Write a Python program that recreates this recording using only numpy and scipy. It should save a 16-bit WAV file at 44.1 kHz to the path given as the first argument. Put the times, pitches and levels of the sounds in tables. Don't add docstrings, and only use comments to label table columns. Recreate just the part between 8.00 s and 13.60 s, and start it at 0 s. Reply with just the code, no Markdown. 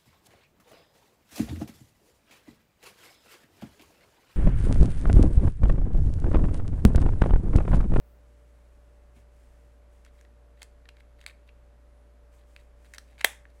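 import sys
import numpy as np
from scipy import signal
from scipy.fft import rfft, irfft, next_fast_len
from scipy.io import wavfile
from scipy.ndimage import uniform_filter1d

SR = 44100
rng = np.random.default_rng(int(sys.argv[2]) if len(sys.argv) > 2 else 0)


def store_wav(level_fs):
    pcm = np.round(np.clip(np.atleast_2d(level_fs), -1, 1) * 32767)
    wavfile.write(sys.argv[1], SR, pcm.T.astype(np.int16))


N = 246959
T = np.arange(N) / SR

# f/Hz, width/Hz, relative level/dB
SHELL_MODES = [(997, 810, -12.5), (1690, 440, -11), (2130, 250, -8.5), (2600, 220, -9.5), (3200, 360, -9.5),
               (3760, 340, -7.5), (4460, 430, -13.5)]
# f/Hz, relative level/dB
EDGE_TONE = [(2500, -19.5), (4300, -1.5), (5800, 2), (7000, 1), (8100, 0), (10500, -4), (13000, -11.5),
             (16000, -18)]
# start t/s, length/s, relative level/dB
DRAGS = [(2.038, .06, -69), (2.172, 0.057, -71), (2.566, 0.073, -67.5), (2.98, 0.036, -67),
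         (3.175, .085, -66), (3.268, .03, -54), (3.300, .014, -56), (3.471, 0.02, -68), (4.37, 0.068, -70),
         (4.589, .03, -62.5), (4.843, 0.031, -62.5), (4.934, .038, -54.5), (5.069, .1, -70),
         (5.177, 0.035, -56.5), (5.49, .03, -71)]
LEAD_S = .005


def undb(db):
    return 10 ** (np.asarray(db) / 20)


def unit(x):
    return x / np.sqrt(np.mean(x ** 2))


def add(out, s, x):
    i = int(s * SR)
    out[i:i + len(x)] += x[:len(out) - i]


def colour(x, points):
    size = 2 * next_fast_len(len(x) // 2 + SR // 10, True)
    hz, db = np.transpose(points)
    log_f = np.log(np.fft.rfftfreq(size, 1 / SR) + 1)
    log_gain = np.log(undb(np.interp(log_f, np.log(hz), db)))
    cepstrum = irfft(log_gain)
    cepstrum[1:size // 2] *= 2
    cepstrum[size // 2 + 1:] = 0
    response = np.exp(rfft(cepstrum))
    return irfft(rfft(x, size) * response)[:len(x)]


def ring(force, modes):
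    out = 0
    for hz, width, db in modes:
        b, a = signal.iirpeak(hz, hz / width, fs=SR)
        out = out + undb(db) * signal.lfilter(b, a, force)
    return out


def grains(size, spread_db):
    boost = np.minimum(rng.exponential(size=size), 5)
    return unit(rng.standard_normal(size) * undb(spread_db * boost))


def gesture(start_s, length_s, rise_share):
    turn = np.clip(rise_share, .05, .95)
    progress = np.interp((T - start_s) / length_s, [0, turn, 1], [0, .5, 1])
    return np.sin(np.pi * progress)


def background(waver_hz=0.36, air_db=-63.5):
    # f/Hz, relative level per Hz/dB
    air_tone = [(20, -7), (31, 21.5), (45, -3.5), (80, 2), (120, 3), (200, -2), (330, -3), (550, -2),
                (900, -8), (1600, -11.5), (3000, -20.5), (5000, -25.5), (12000, -29), (16000, -50.5)]
    # f/Hz, rms level/dB
    motor_tones = [(58.3, -54.5), (119.5, -77), (241, -82.5), (291, -81), (463, -78.5), (582.5, -69.5)]
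    out = undb(air_db) * unit(colour(rng.standard_normal(N), air_tone))
    for hz, db in motor_tones:
        drift = np.interp(T, np.linspace(0, T[-1], 20), rng.standard_normal(20))
        pitch = hz + waver_hz * np.sqrt(hz / 500) * drift
        phase = np.cumsum(pitch) / SR + rng.random()
        out += undb(db) * np.sqrt(2) * np.sin(2 * np.pi * phase)
    return out


def room_tail(x, delay_s=0.0049):
    # f/Hz, level/dB, time to fall by 60 dB/s
    echo_bands = [(150, -32, .25), (600, -12, 0.27), (1200, -17, 0.27), (2000, -13.5, 0.29),
                  (3570, -17, 0.26), (5370, -16.5, 0.31), (8440, -14, 0.26), (15030, -15, 0.18)]
    t = T[:SR // 2]
    hz, db, t60 = np.transpose(echo_bands)
    noise = rfft(rng.standard_normal(len(t)))
    log_f = np.log(np.fft.rfftfreq(len(t), 1 / SR) + 1)
    tail = np.zeros(N)
    for share, band_db, decay in zip(np.eye(len(hz)), db, t60):
        fade = np.exp(-np.log(1000) * t / decay)
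        band = irfft(noise * np.interp(log_f, np.log(hz), share), len(t))
        add(tail, delay_s, undb(band_db) * band * fade / np.linalg.norm(fade))
    return signal.fftconvolve(x, tail[:SR])[:N]


def room(radiated):
    # delay t/s, level/dB
    early = [(.0043, -23), (.0082, -24.5), (.0112, -25.5), (0.0157, -25)]
    echo = room_tail(radiated)
    for delay_s, db in early:
        add(echo, delay_s, undb(db) * radiated)
    return echo


def opening_hiss():
    hiss = unit(ring(rng.standard_normal(N), [(14800, 3000, 0)]))
    return undb(-77.5) * hiss * gesture(-.05, .27, rise_share=.45)


def cloth_rustle():
    # f/Hz, relative level/dB
    cloth_tone = [(800, -7), (2000, 10), (4000, -1), (8500, 4.5), (12000, -4), (16000, -7.5)]
    # start t/s, length/s, rms level at top speed/dB
    stroke_list = [(.02, 1.55, -79.5), (1.14, .11, -73), (1.298, 0.57, -76), (1.89, .2, -76),
                   (2.113, 0.19, -76), (4.311, 0.12, -72), (4.44, 0.28, -74.5), (4.748, 0.55, -73),
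                   (5.53, .15, -76)]
    speed = np.zeros(N)
    for s, length, db in stroke_list:
        speed += undb(db) * gesture(s, length, rise_share=.25)
    return unit(colour(grains(N, spread_db=3.5), cloth_tone)) * speed


def bench_bump(bump_s=1.163, peak_db=-49):
    # f/Hz, width/Hz, relative level/dB
    bench_modes = [(108, 41, 3), (189, 56, -12), (1900, 900, -28), (3200, 800, -38)]
    out, t = np.zeros(N), T[:SR // 5]
    push = colour(rng.standard_normal(len(t)) * np.exp(-t / .026), [(3000, 0), (8000, -16)])
    thud = ring(push, bench_modes)
    add(out, bump_s, undb(peak_db) * thud / np.abs(thud).max())
    return out


def squeak(slow_hz=8700, rise_hz=980, waver_hz=70, peak_db=-84.5):
    speed = gesture(3.82, .32, rise_share=.42)
    waver = unit(uniform_filter1d(rng.standard_normal(N), size=120))
    pitch = slow_hz + rise_hz * np.sqrt(np.abs(speed)) + waver_hz * waver
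    return undb(peak_db) * speed * np.sin(2 * np.pi * np.cumsum(pitch) / SR)


def scrapes():
    force, t = np.zeros(N), T[:SR // 5]
    for s, length, db in DRAGS:
        pressure = np.interp(t / max(length, .003), [0, .2, .7, 1], [0, 1, 1, 0])
        grip_db = 4.2 * unit(uniform_filter1d(rng.standard_normal(len(t)), size=130))
        rubbing = unit(undb(grip_db) * grains(len(t), spread_db=0.0))
        add(force, s, undb(db) * pressure * rubbing)
    shell = colour(ring(force, SHELL_MODES), [(4300, -1), (9000, -9.5)])
    return undb(13.0) * shell + undb(-6.5) * colour(force, EDGE_TONE)


def knock(db, hz, treble_db, chatter_ms, width_hz=290, chatter_db=-16, rise_share=.45, soft_db=-4, focus=.55):
    # f/Hz, width/Hz, relative level/dB
    blade_modes = [(7500, 40, -2.5), (7980, 28, -0.5), (8450, 28, -3)]
    ms = (T[:SR // 10] - LEAD_S) * 10 ** 3
    gentle = (-32.5 - db) / 20
    fade_ms = max(chatter_ms * (1 + .5 * gentle), .1)
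    swell = np.exp(-np.abs(ms) / np.where(ms < 0, rise_share, 1) / fade_ms)
    contact = signal.unit_impulse(len(ms), int(LEAD_S * SR))
    force = contact + undb(chatter_db) * swell * grains(len(ms), spread_db=5)
    body = ring(force, [(hz, width_hz, -focus * treble_db - 4)] + SHELL_MODES)
    shell = colour(body, [(300, -8), (1100, -2), (1600, 1.5), (4300, -4.0), (7000, -17.0), (15000, -33)])
    edge = unit(colour(swell * grains(len(ms), spread_db=-1.0), EDGE_TONE))
    edge = edge + undb(4) * ring(unit(contact), blade_modes)
    sound = unit(shell) + undb(treble_db + soft_db * gentle ** 2) * edge
    return undb(db) * sound / np.linalg.norm(sound) * np.sqrt(.002 * SR)


def catches(every_s=.022, above_drag_db=3.5, spread_db=1.5, middle_hz=1960, spread_octaves=.2):
    out = np.zeros(N)
    for start, length, db in DRAGS:
        count = int(np.clip(round(length / every_s), 1, 10))
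        places, chance = rng.random(10), rng.standard_normal((10, 2))
        for k, (strength, grip) in enumerate(chance[:count]):
            hz = middle_hz * 2 ** (spread_octaves * grip)
            tick_db = db + above_drag_db + spread_db * strength
            tick = knock(tick_db, hz, treble_db=-15, chatter_ms=1.3)
            add(out, start + length * (k + places[k]) / count - LEAD_S, tick)
    return out


def clicks():
    # t/s, level/dB, main shell resonance f/Hz, treble against the shell/dB,
    # chatter/ms (treble and chatter before the level adjusts them)
    knock_list = [(2.0497, -55, 1970, 4.5, 1.2), (2.064, -54.5, 1600, -11, 1.3),
                  (2.212, -55.5, 1670, 3.5, 0.62), (2.2504, -57.5, 1850, -15, 1.6),
                  (2.6196, -40, 3200, -6.5, 2.4), (2.6301, -41, 4330, 5, 0.94),
                  (2.856, -53, 1840, -23, 1.5), (2.8897, -43.5, 2680, -11.5, 1.5),
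                  (2.969, -55.5, 2110, -11, 1.4), (3.006, -53, 2160, -26, .6),
                  (3.2137, -50, 2720, -4.5, 1.6), (3.2405, -53, 1905, -7, .8), (3.264, -32, 2270, -6, 0.7),
                  (3.287, -52.5, 1520, -4, 1.5), (3.491, -51.5, 2570, -23, 2.2),
                  (4.5637, -43, 2450, -14, 0.3), (4.9379, -39.5, 1875, -5.5, 1.2),
                  (4.9467, -45.5, 2030, 2, 2.1), (4.9833, -36, 1820, -1, 1.53),
                  (5.2086, -39, 1910, -13, .86), (5.212, -31.5, 1910, -10.5, 1.6),
                  (5.4541, -47.5, 1767, -28, .21)]
    out = np.zeros(N)
    for s, db, hz, treble_db, chatter_ms in knock_list:
        add(out, s - LEAD_S, knock(db, hz, treble_db, chatter_ms))
    return out


def snap(level_db=17, crackle_db=-39, crackle_s=0.0016):
    # t/s, relative level/dB, contact/ms (2 pi times the decay time of the push)
    blow_list = [(5.244, -24, .08), (5.2453, -13, 0.033), (5.2464, 4, 0.1), (5.2489, -17, 0.034),
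                 (5.2532, -24, .06)]
    force, t = np.zeros(N), T[:SR // 20]
    for s, db, contact_ms in blow_list:
        push = np.exp(-t * 10 ** 3 / max(contact_ms, .01) * 2 * np.pi)
        buzz = undb(crackle_db) * rng.standard_normal(len(t)) * np.exp(-t / crackle_s)
        add(force, s, undb(db) * (push / push.sum() + buzz))
    return undb(level_db) * force + 1e-18


def closed_tool_crack(blow):
    # f/Hz, width/Hz, relative level/dB
    closed_modes = [(700, 300, -6.5), (1060, 470, -14.5), (1810, 296, -0.5), (2054, 240, 0),
                    (2560, 110, -10.5), (3195, 130, 0), (3750, 220, -8), (4360, 510, -18.5),
                    (5730, 230, -9), (6550, 300, -11), (7730, 280, -8.5), (8200, 130, -9.5),
                    (9500, 140, -11.5), (10460, 450, -7.5), (11150, 250, -9.5), (13100, 450, -9),
                    (13900, 890, -15), (15300, 610, -17.5)]
    return colour(ring(blow, closed_modes), [(60, -19.0), (180, -17.5), (400, 0.5), (16000, 1.5)])


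def crack_into_room(blow):
    # f/Hz, level/dB
    all_round_tone = [(100, -39), (550, -7), (1250, -6.5), (2000, -1.5), (2850, -9), (3500, -1),
                      (4300, -17), (8000, -9), (15000, -16)]
    return colour(blow, all_round_tone)


def scene():
    surroundings = background() + opening_hiss() + cloth_rustle() + bench_bump() + squeak()
    small = scrapes() + catches() + clicks()
    blow = snap()
    echo = room(crack_into_room(blow) + small)
    return (surroundings + echo + small + closed_tool_crack(blow))[None]


def record(dry):
    top_cut = signal.ellip(12, .2, 95, 16300, fs=SR, output="sos")
    return signal.sosfilt(top_cut, np.clip(dry, -1, 1))


dry = scene()
out = record(dry)
store_wav(out)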